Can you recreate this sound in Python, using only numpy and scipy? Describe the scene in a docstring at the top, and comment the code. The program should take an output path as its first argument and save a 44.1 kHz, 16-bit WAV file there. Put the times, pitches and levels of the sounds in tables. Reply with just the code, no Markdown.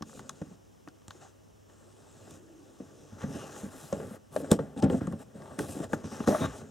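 """Card rubs on card as a thin lid slides over its corrugated base on a desk: noise shaped into a hiss,
a rim scrape and a rumble of the box walls. Knocks and ticks are noise bursts through resonances;
narrow bands of noise, from low growl to squeak, colour the rub and a decaying low sine is a puff of air.
Desk reflection dips and a faint room tail colour the box; room noise and a mains hum lie underneath."""
import sys
import numpy as np
from scipy import signal
from scipy.fft import rfft, irfft, next_fast_len
from scipy.io import wavfile
from scipy.ndimage import uniform_filter1d, map_coordinates

SR = 44100
rng = np.random.default_rng(int(sys.argv[2]) if len(sys.argv) > 2 else 0)


def inscribe(sig):
    """Save sig as 16-bit PCM at rate SR to the path in sys.argv[1].

    A 1-D sig is mono; a 2-D sig holds one channel per row.
    Samples are clipped to [-1, 1] before scaling.
    """
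    pcm = np.round(np.clip(np.atleast_2d(sig).T, -1, 1) * 32767)
    wavfile.write(sys.argv[1], SR, pcm.astype(np.int16))


N = 295470


def amp(db):
    """Amplitude ratio of a level in dB."""
    return 10 ** (np.asarray(db) / 20)


def unit(x):
    """Scale to RMS 1."""
    return x / np.sqrt(np.mean(x ** 2) + 1e-20)


def along(points, hz):
    """Interpolate (freq_hz, value) points on a log frequency axis."""
    f, v = np.transpose(points)
    return np.interp(np.log(hz + 1), np.log(f + 1), v)


def wobble(rate_hz):
    """Smooth random curve, rate_hz knots a second."""
    knots = rng.standard_normal(int(N * rate_hz / SR) + 4)
    return map_coordinates(knots, [np.arange(N) * rate_hz / SR])


def filtered(x, response):
    """Multiply the spectrum of x by a complex response of frequency."""
    m = next_fast_len(x.shape[-1] + SR // 4)
    spectrum = rfft(x, m) * response(np.fft.rfftfreq(m, 1 / SR))
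    return irfft(spectrum, m)[..., :x.shape[-1]]


def resonance(f, center_hz, width_hz):
    """Second-order band-pass, gain 1 at its centre."""
    return 1j * f * width_hz / (center_hz * center_hz - f * f + 1j * f * width_hz)


def modes(table):
    """Causal response of a set of resonances with alternating signs."""
    return lambda f: sum((-1) ** k * amp(db) * resonance(f, hz, width_hz)
                         for k, (hz, width_hz, db) in enumerate(table))


def walls(table):
    """Wall modes; soft card takes up little force above a kilohertz."""
    return lambda f: modes(table)(f) / (1 + 1j * f / 1100) ** 3


# Room noise spectrum, relative: freq_hz [Hz], density_db [dB per Hz]
ROOM_NOISE = [(25, -9), (60, 1), (125, -6.5), (250, -8.5), (600, -18.5), (1000, -21.5), (2300, -30.5),
              (3000, -25.5), (4500, -34), (5500, -24.5), (9000, -33.5), (16000, -38.5)]
# Left-right likeness of the room noise: freq_hz [Hz], likeness [-1 to 1]
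ROOM_ALIKE = [(60, -0.016), (180, -0.29), (550, -0.84), (1650, 0.15), (4970, 1), (15000, 0.084)]


def background():
    """Partly correlated stereo room noise and a slightly unsteady 100 Hz mains hum."""
    def mid_side(f):
        angle = np.arccos(np.clip(along(ROOM_ALIKE, f), -1, 1)) / 2
        return amp(along(ROOM_NOISE, f)) * [1 + 0 * f, np.tan(angle)]

    mid, side = filtered(rng.standard_normal((2, N)), mid_side)
    noise = amp(-62.0) * np.array([mid + side, mid - side]) / np.std(mid)
    hum_gain = amp(-61.5) * amp(wobble(3.46))
    hum = hum_gain * np.sin(2 * np.pi * 100 * np.arange(N) / SR + 0.22 * wobble(5.3))
    return noise + hum


# Hands resting on the box: hiss_db, bright_db, rim_db, lower_wall_db, upper_wall_db [dB]
RESTING_DB = [-80, -96, -74.5, -72, -68.5]
# Long slides, one table each: time_s [s],
# hiss_db, bright_db, rim_db, lower_wall_db, upper_wall_db [dB]
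SLIDES = [
    [(1.68, -71.5, -95, -68, -70, -67.5), (1.898, -71.5, -88, -69.5, -61.5, -60.5),
     (2.348, -62, -70, -62.5, -55, -55), (2.414, -74.5, -85, -73, -63, -63),
     (3.028, -66.5, -84, -67, -62, -58.5), (3.17, -66.5, -84, -59, -55, -63)],
    [(3.17, -65, -81, -58, -52, -50.5), (3.224, -56, -78, -48.5, -41, -48),
     (3.264, -63.5, -73, -54.5, -41.5, -56), (3.356, -54, -64, -52, -42.5, -44),
     (3.5, -58, -68, -53.5, -52.5, -49.5), (3.588, -53.5, -60, -51.5, -49, -47),
     (3.7, -68, -67, -54, -50, -55)],
    [(3.7, -64, -66, -54.5, -48.5, -51.5), (3.834, -57.5, -58, -56, -51, -51.5),
     (3.918, -62.5, -62, -55, -53, -54), (3.926, -50, -72, -59, -56, -56),
     (3.958, -60.5, -68, -53, -45, -46), (4.158, -67, -62.5, -56.5, -49.5, -54),
     (4.18, -74, -80, -65, -64, -52)],
    [(5.592, -47, -51, -49, -46, -35), (5.666, -59, -59, -56.5, -45, -46),
     (5.706, -51.5, -53, -52, -42, -46.5), (5.816, -58.5, -65, -55, -45, -43),
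     (5.846, -49, -65, -40, -33, -33), (5.858, -64, -78, -53, -41, -46), (5.89, -71, -84, -69, -51, -53)],
    [(6.268, -48, -57, -39, -35, -34), (6.276, -43.5, -50.5, -41, -53, -29),
     (6.37, -51, -52.5, -40, -41, -40.5), (6.462, -49, -64, -35, -28.5, -33.5),
     (6.468, -52, -69, -55, -45, -47)],
    [(6.468, -55, -70, -35.5, -31, -34.5), (6.49, -57.5, -77, -49.5, -36.5, -44.5),
     (6.584, -55.5, -63, -52.5, -48, -49), (6.654, -69, -92, -59.5, -45.5, -47.5),
     (6.7, -67, -82, -71, -52, -63)],
]
# Short strokes: start_s, end_s [s], start_hiss_db, end_hiss_db [dB],
# bright_db, rim_db, lower_wall_db, upper_wall_db [dB over the hiss]
STROKES = [(0.056, 0.208, -63.5, -57, -9, -9, 4.4, 1.3), (0.202, 0.558, -63.5, -69, -20, 0.5, 12, 5.1),
           (1.094, 1.207, -67, -67, -16, -1, 3.1, 5), (1.21, 1.317, -57, -71.5, -24, 2, 2, 1.7),
           (4.319, 4.423, -66.5, -61, 4.5, 8, 18.3, 14.4), (4.43, 4.517, -59, -63, -12, 7, 16, 17),
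           (4.516, 4.587, -38.5, -69.5, -9, 5, 8.3, 19), (4.589, 4.754, -65, -78.5, -18, 13, 27.6, 23),
           (4.768, 4.803, -58.5, -51, -17, 2, 19.7, 14), (4.82, 4.848, -58.5, -44, -22, 8, 25.3, 10),
           (4.901, 4.998, -56, -60, -10, 5, 25.2, 19.7), (5.005, 5.198, -62.5, -73.5, -10, 9.5, 27.3, 18),
           (5.191, 5.234, -62, -62.5, -6, 6, 20.3, 16.2), (5.235, 5.357, -79.5, -81, -10, 11, 25.3, 17.5),
           (5.348, 5.597, -67.5, -65.5, -9.5, 8.5, 19.3, 19.2), (5.884, 5.952, -68.5, -51, -7, 7, 13, 11.6),
           (5.951, 6.056, -60.5, -69.5, -13, 9.5, 19, 18.7), (6.043, 6.113, -53, -57.5, -17, 2.5, 7.4, 4.4),
           (6.109, 6.256, -53, -55.5, -11, 5.5, 8.8, 7.9)]
ATTACK_S, RELEASE_S = 0.028, 0.013  # the hand sets off and stops


def strokes():
    """Gains of the five rubbing layers: each slide or stroke sets off, follows its levels and stops."""
    t = np.arange(N) / SR
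    power = amp(2 * np.array(RESTING_DB))[:, None] * np.ones(N)
    short = []
    for start_s, end_s, start_db, end_db, *over_db in STROKES:
        ends = [(start_s, start_db), (end_s, end_db)]
        short.append([(s, db, *(db + np.array(over_db))) for s, db in ends])
    for rows in [*SLIDES, *short]:
        s, *levels_db = np.transpose(rows)
        i = max(round((s[0] - ATTACK_S) * SR), 0)
        j = round((s[-1] + RELEASE_S) * SR)
        now = t[i:j]
        ramp = np.minimum((now - s[0]) / ATTACK_S, (s[-1] - now) / RELEASE_S)
        gate = np.clip(ramp + .5, 0, 1)
        gains = amp([np.interp(now, s, db) for db in levels_db])
        power[:, i:j] += (gains * gate) ** 2
    return np.sqrt(power)


def fibres(grain_db, rate_hz, patchy_db, wide):
    """Friction force along a wide contact, for two ports: noise in uneven grains and colour patches."""
    _, _, z = signal.stft(rng.standard_normal((2, N)), SR, nperseg=512)
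    patches = uniform_filter1d(rng.standard_normal(z.shape[1:]), 10, 0)
    patches = uniform_filter1d(patches, 8, 1)
    noise = signal.istft(z * amp(patchy_db * unit(patches)), nperseg=512)[1][:, :N]
    a, b = noise * amp(grain_db * wobble(rate_hz))
    return np.array([a + wide * b, a - wide * b])


def slips(rate_hz, size):
    """Now and then the card sticks and lets go: a gain that jumps and fades within milliseconds."""
    jumps = (rng.random(N) < rate_hz / SR) * rng.exponential(size, N)
    decay = np.exp(-1 / (.004 * SR))
    return 1 + signal.lfilter([1], [1, -decay], jumps)


# Where the hiss is strongest as the contact moves: time_s [s], peak_hz [Hz]
SHEEN = [(0, 7040), (1.7, 6800), (1.9, 8540), (2.1, 7400), (3.05, 6130), (3.4, 6000), (3.9, 7600),
         (4.4, 7900), (5.7, 8500), (6.1, 5500), (6.7, 6860)]


def sheen(x):
    """A broad 6 dB peak that wanders through the hiss."""
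    hz, t, z = signal.stft(x, SR, nperseg=512)
    octaves = np.log2((hz[:, None] + 1) / np.interp(t, *np.transpose(SHEEN)))
    peak_db = 6 * np.exp(-(octaves / .22) ** 2)
    return signal.istft(z * amp(peak_db), nperseg=512)[1][:, :N]


# Surface hiss spectrum, relative: freq_hz [Hz], density_db [dB per Hz]
HISS = [(1800, -39), (2500, 3.5), (3000, 0.5), (4500, 1.5), (5500, 1), (8000, 0.5), (9500, -4),
        (11000, -48)]
# Brightest part of the hiss, relative: freq_hz [Hz], density_db [dB per Hz]
BRIGHT = [(8000, -9.5), (9500, -3), (11000, -1.5), (13000, -6.5), (16000, -16)]
# Modes of the lid's rim: center_hz [Hz], width_hz [Hz], relative_db [dB]
RIM = [(821, 122, -2), (1139, 140, -2), (1404, 151, -5.5), (1566, 116, -4.5), (1795, 440, -10.5)]
# Modes of the box walls, first four lower: center_hz [Hz], width_hz [Hz], relative_db [dB]
WALLS = [(94, 62, -4.5), (150.4, 38.6, 1), (211.6, 38, -2), (267.2, 36.3, 1.5), (296, 47, -2),
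         (406.4, 94, -2.5), (544, 89, -2.5), (646, 84, -4), (854, 190, -17)]
CATCH_DB = -61.5  # hiss level under which the card slides without catching fully


def rubbing():
    """Card on card: the surface hisses evenly, the rim scrapes, the walls rumble in lumps."""
    hiss_gain, bright_gain, rim_gain, lower_gain, upper_gain = strokes()
    surface = fibres(grain_db=1.5, rate_hz=400, patchy_db=1.5, wide=.15)
    hiss = unit(sheen(filtered(surface, lambda f: amp(along(HISS, f)))))
    bright = unit(filtered(surface, lambda f: amp(along(BRIGHT, f))))

    catching = slips(rate_hz=45, size=.55) ** np.clip(hiss_gain / amp(CATCH_DB), 0, 1)
    scrape = catching * fibres(grain_db=-0.5, rate_hz=81, patchy_db=2.0, wide=0.086)
    rim = unit(filtered(scrape, modes(RIM)))

    lumps = catching * fibres(grain_db=2.0, rate_hz=36, patchy_db=2.5, wide=0.12)
    lower = unit(filtered(lumps, walls(WALLS[:4])))
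    upper = unit(filtered(lumps, walls(WALLS[4:])))
    surface_sound = hiss_gain * hiss + bright_gain * bright
    return surface_sound + rim_gain * rim + lower_gain * lower + upper_gain * upper


def burst(response, t60_s, push, rise_s):
    """One contact of peak 1: a push and a short rattle of after-contacts through a resonant body."""
    t = np.arange(SR // 4) / SR
    force = rng.standard_normal(len(t)) * amp(-60 * t / np.clip(t60_s, .002, .4))
    force[0] += push
    sound = filtered(force, response) * amp(-60 * t / 1.2) * (1 - np.exp(-t / rise_s))
    return sound / np.abs(sound).max()


# Knocks on the box: start_s [s], peak_db [dB before left-right scatter], pitch_hz [Hz],
# t60_s [s, of the rattle; also sets the panel's damping]
KNOCKS = [(0.01, -33, 200, 0.017), (0.023, -30.5, 168, 0.03), (0.172, -42.5, 150, 0.06),
          (0.416, -23.5, 160, 0.06), (0.51, -40.5, 196, 0.17), (0.874, -40, 305, 0.063),
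          (1.082, -40, 117, 0.03), (1.151, -45, 353, 0.051), (2.802, -29.5, 260, 0.13),
          (3.122, -36, 113, 0.34), (3.237, -27.5, 220, 0.11), (3.35, -27.5, 130, 0.18),
          (3.633, -28.5, 195, 0.086), (3.662, -32.5, 142, 0.066), (3.926, -21, 560, 0.088),
          (3.929, -25, 169, 0.071), (3.954, -34.5, 182, 0.043), (3.999, -31.5, 445, 0.12),
          (4.108, -35, 197, 0.14), (4.362, -17, 614, 0.04), (4.373, -24, 437, 0.024),
          (4.424, -29, 280, 0.12), (4.444, -30, 563, 0.03), (4.517, -7, 162, 0.028),
          (4.519, -12, 463, 0.04), (4.536, -18.5, 240, 0.08), (4.59, -21.5, 454, 0.089),
          (4.764, -29.5, 262, 0.068), (4.827, -14, 267, 0.24), (4.86, -16.5, 148, 0.081),
          (4.881, -20, 178, 0.11), (4.899, -15.5, 253, 0.14), (4.944, -20.5, 190, 0.043),
          (5.014, -22.5, 262, 0.09), (5.075, -22, 180, 0.086), (5.132, -24, 165, 0.093),
          (5.351, -36, 199, 0.15), (5.586, -24.5, 290, 0.06), (5.609, -27, 136, 0.07),
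          (5.766, -26.5, 268, 0.088), (5.801, -24, 260, 0.08), (5.934, -16, 227, 0.037),
          (6.042, -30, 192, 0.032), (6.117, -34, 207, 0.09), (6.203, -22.5, 252, 0.08),
          (6.275, -11, 210, 0.14), (6.286, -15, 553, 0.045), (6.325, -20.5, 626, 0.06),
          (6.347, -24, 650, 0.039)]
RATTLE = 0.039  # after-contacts over the blow
SCATTER_DB = 1.5  # left-right scatter of the struck spots


def knocks():
    """A soft blow rings the struck panel at its own pitch and, more weakly, the wall modes near it."""
    out = np.zeros((2, N + SR))
    for start_s, peak_db, pitch_hz, t60_s in KNOCKS:
        panel_width_hz = np.log(1000) / (np.pi * t60_s) + 0.064 * pitch_hz

        def body(f):
            near = 0.25 + 0.52 * resonance(f, pitch_hz, pitch_hz)
            panel = 1.4 * resonance(f, pitch_hz, panel_width_hz)
            return (walls(WALLS)(f) * near + panel) / (1 + 1j * f / (5 * pitch_hz))

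        side = amp(SCATTER_DB * rng.standard_normal() * np.array([[.5], [-.5]]))
        blow = burst(body, t60_s, push=1 / RATTLE, rise_s=0.00075)
        out[:, round(start_s * SR):][:, :SR // 4] += amp(peak_db) * side * blow
    return out[:, :N]


# Edges catching: start_s [s], snap_peak_db [dB], pitch_hz [Hz], rim_peak_db [dB]
TICKS = [(0.023, -32.5, 5470, -31), (0.094, -65, 3000, -45), (0.129, -69, 3000, -45),
         (0.173, -64, 3000, -47), (0.193, -40, 6950, -34.5), (0.2935, -24.5, 7040, -29),
         (0.417, -45.5, 6300, -41), (0.875, -49, 2660, -36), (0.8854, -44, 5700, -48),
         (1.0187, -62, 3200, -55), (1.081, -34.5, 7400, -43), (1.1066, -38, 4100, -34.5),
         (1.697, -58, 2940, -54), (2.3085, -42, 7750, -50), (3.216, -45, 2980, -38),
         (3.928, -30, 7000, -36.5), (4.001, -47, 2700, -36.5), (4.363, -33.5, 8200, -32.5),
         (4.515, -13, 8400, -21.5), (4.5899, -48, 3070, -28.5), (4.776, -41.5, 2940, -47),
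         (4.8244, -30.5, 5250, -43), (4.8986, -37.5, 2930, -27.5), (4.931, -44, 3000, -34),
         (5.009, -58, 3000, -37), (5.0709, -38, 7560, -33.5), (5.124, -46, 9200, -39.5),
         (5.42, -50, 5000, -40), (5.457, -63, 3000, -40), (5.59, -29, 8600, -25.5), (5.932, -48, 2920, -22),
         (6.0424, -42, 5720, -44), (6.203, -45, 2980, -31.5), (6.2745, -27.5, 7100, -20)]
SNAP_T60_S, SNAP_TOP_HZ = 0.017, 12200  # decay of the snap's force; where its top end rolls off


def ticks():
    """A dry snap with a broad peak, and the rim ringing under it."""
    out = np.zeros(N + SR)
    for start_s, snap_db, pitch_hz, rim_db in TICKS:
        def body(f):
            peaks = modes([(3000, 1500, -8), (pitch_hz, 0.28 * pitch_hz, 0)])
            return peaks(f) / (1 + 1j * f / SNAP_TOP_HZ) ** 2

        snap = amp(snap_db) * burst(body, SNAP_T60_S, push=3.2, rise_s=0.00008)
        ring = amp(rim_db) * burst(modes(RIM), 1.8 * SNAP_T60_S, push=10.3, rise_s=0.00018)
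        out[round(start_s * SR):][:SR // 4] += snap + ring
    return out[:N]


# Narrow bands of noise within the rub, from low growl to squeak: start_s, end_s [s],
# center_hz [Hz], width_hz [Hz, of each of two filter passes], rms_db [dB before the gate]
RUB_BANDS = [(1.21, 1.282, 760, 200, -56), (2.183, 2.78, 319, 74.4, -57), (3.305, 3.486, 2780, 500, -58.5),
             (4.782, 4.876, 820, 69, -42.5), (6.294, 6.383, 600, 200, -30.5),
             (6.397, 6.477, 3710, 400, -48)]


def rub_bands():
    """Narrow bands of noise within the rub: noise passed twice through a resonance, faded in and out."""
    t = np.arange(N) / SR
    out = 0
    for start_s, end_s, center_hz, width_hz, rms_db in RUB_BANDS:
        fade_s = .2 * (end_s - start_s)
        gate = np.clip(np.minimum(t - start_s, end_s - t) / fade_s, 0, 1)
        band = filtered(rng.standard_normal(N), lambda f: resonance(f, center_hz, width_hz) ** 2)
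        out = out + amp(rms_db) * gate * unit(band)
    return out


# Air pushed out as the lid drops home: start_s [s], pitch_hz [Hz],
# level_db [dB before rise and decay], t60_s [s]
PUFF = (6.47, 60, -29, .25)


def puff():
    """A low soft push of air: a sine with a gentle rise and an exponential decay."""
    start_s, pitch_hz, level_db, t60_s = PUFF
    age_s = np.clip(np.arange(N) / SR - start_s, 0, None)
    envelope = amp(level_db - 60 * age_s / t60_s) * (1 - np.exp(-age_s / .02))
    return envelope * np.sin(2 * np.pi * pitch_hz * age_s)


# Desk reflection dips: center_hz [Hz], width_hz [Hz], depth [0-1]
DIPS = [(980, 100, 0.64), (2210, 580, 0.48), (4580, 670, 0.61)]


def desk(x):
    """The reflection off the desk partly cancels a few fixed bands."""
    return filtered(x, lambda f: 1 - sum(np.clip(depth, 0, 1) * resonance(f, hz, width_hz)
                                         for hz, width_hz, depth in DIPS))


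# Room decay: freq_hz [Hz], t60_s [s]
ROOM_DECAY = [(100, 0.39), (1000, 0.044), (10000, 0.075)]


def room(x):
    """Each frequency of the room's answer dies at its own speed; the ports share most of it."""
    hz, t, z = signal.stft(rng.standard_normal((2, SR // 2)), SR, nperseg=256)
    decay = amp(-60 * t / along(ROOM_DECAY, hz)[:, None])
    a, b = signal.istft(z * decay, SR, nperseg=256)[1]
    tail = np.array([a + 0.094 * b, a - 0.21 * b]) / np.linalg.norm(a)
    delayed = np.pad(x.mean(0), (400, 0))  # 400 samples
    return signal.fftconvolve(delayed[None], tail, axes=1)[:, :N]


# Port balance: freq_hz [Hz], left_minus_right_db [dB]
LEAN = [(60, 0), (150, 0.5), (380, -1), (950, 4), (2380, 2.5), (5980, 0), (15000, 3)]
# Port phase: freq_hz [Hz], left_lead_rad [rad]
TURN = [(60, 0.17), (500, 0.47), (1000, 0.87), (2000, 0.69), (4000, 0.022), (8000, 0.28), (13000, 0.88)]


def spread(pair):
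    """Two close microphone ports: level and phase differ a little with frequency, mostly louder left."""
    def half(f):
        return amp(along(LEAN, f) / 2) * np.exp(.5j * along(TURN, f))

    return filtered(pair, lambda f: [half(f), 1 / half(f)])


def scene():
    """The box with its desk dips and room tail, over the background."""
    box = desk(rubbing() + knocks() + ticks() + rub_bands() + puff())
    return spread(box + amp(-18.5) * room(box)) + background()


TOP_HZ = 15830


def record(dry):
    """Two-pole bass cut at 55 Hz; nothing passes from TOP_HZ up."""
    return filtered(dry, lambda f: (1j * f / (1j * f + 55)) ** 2 * (f < TOP_HZ))


dry = scene()
out = record(dry)
inscribe(out)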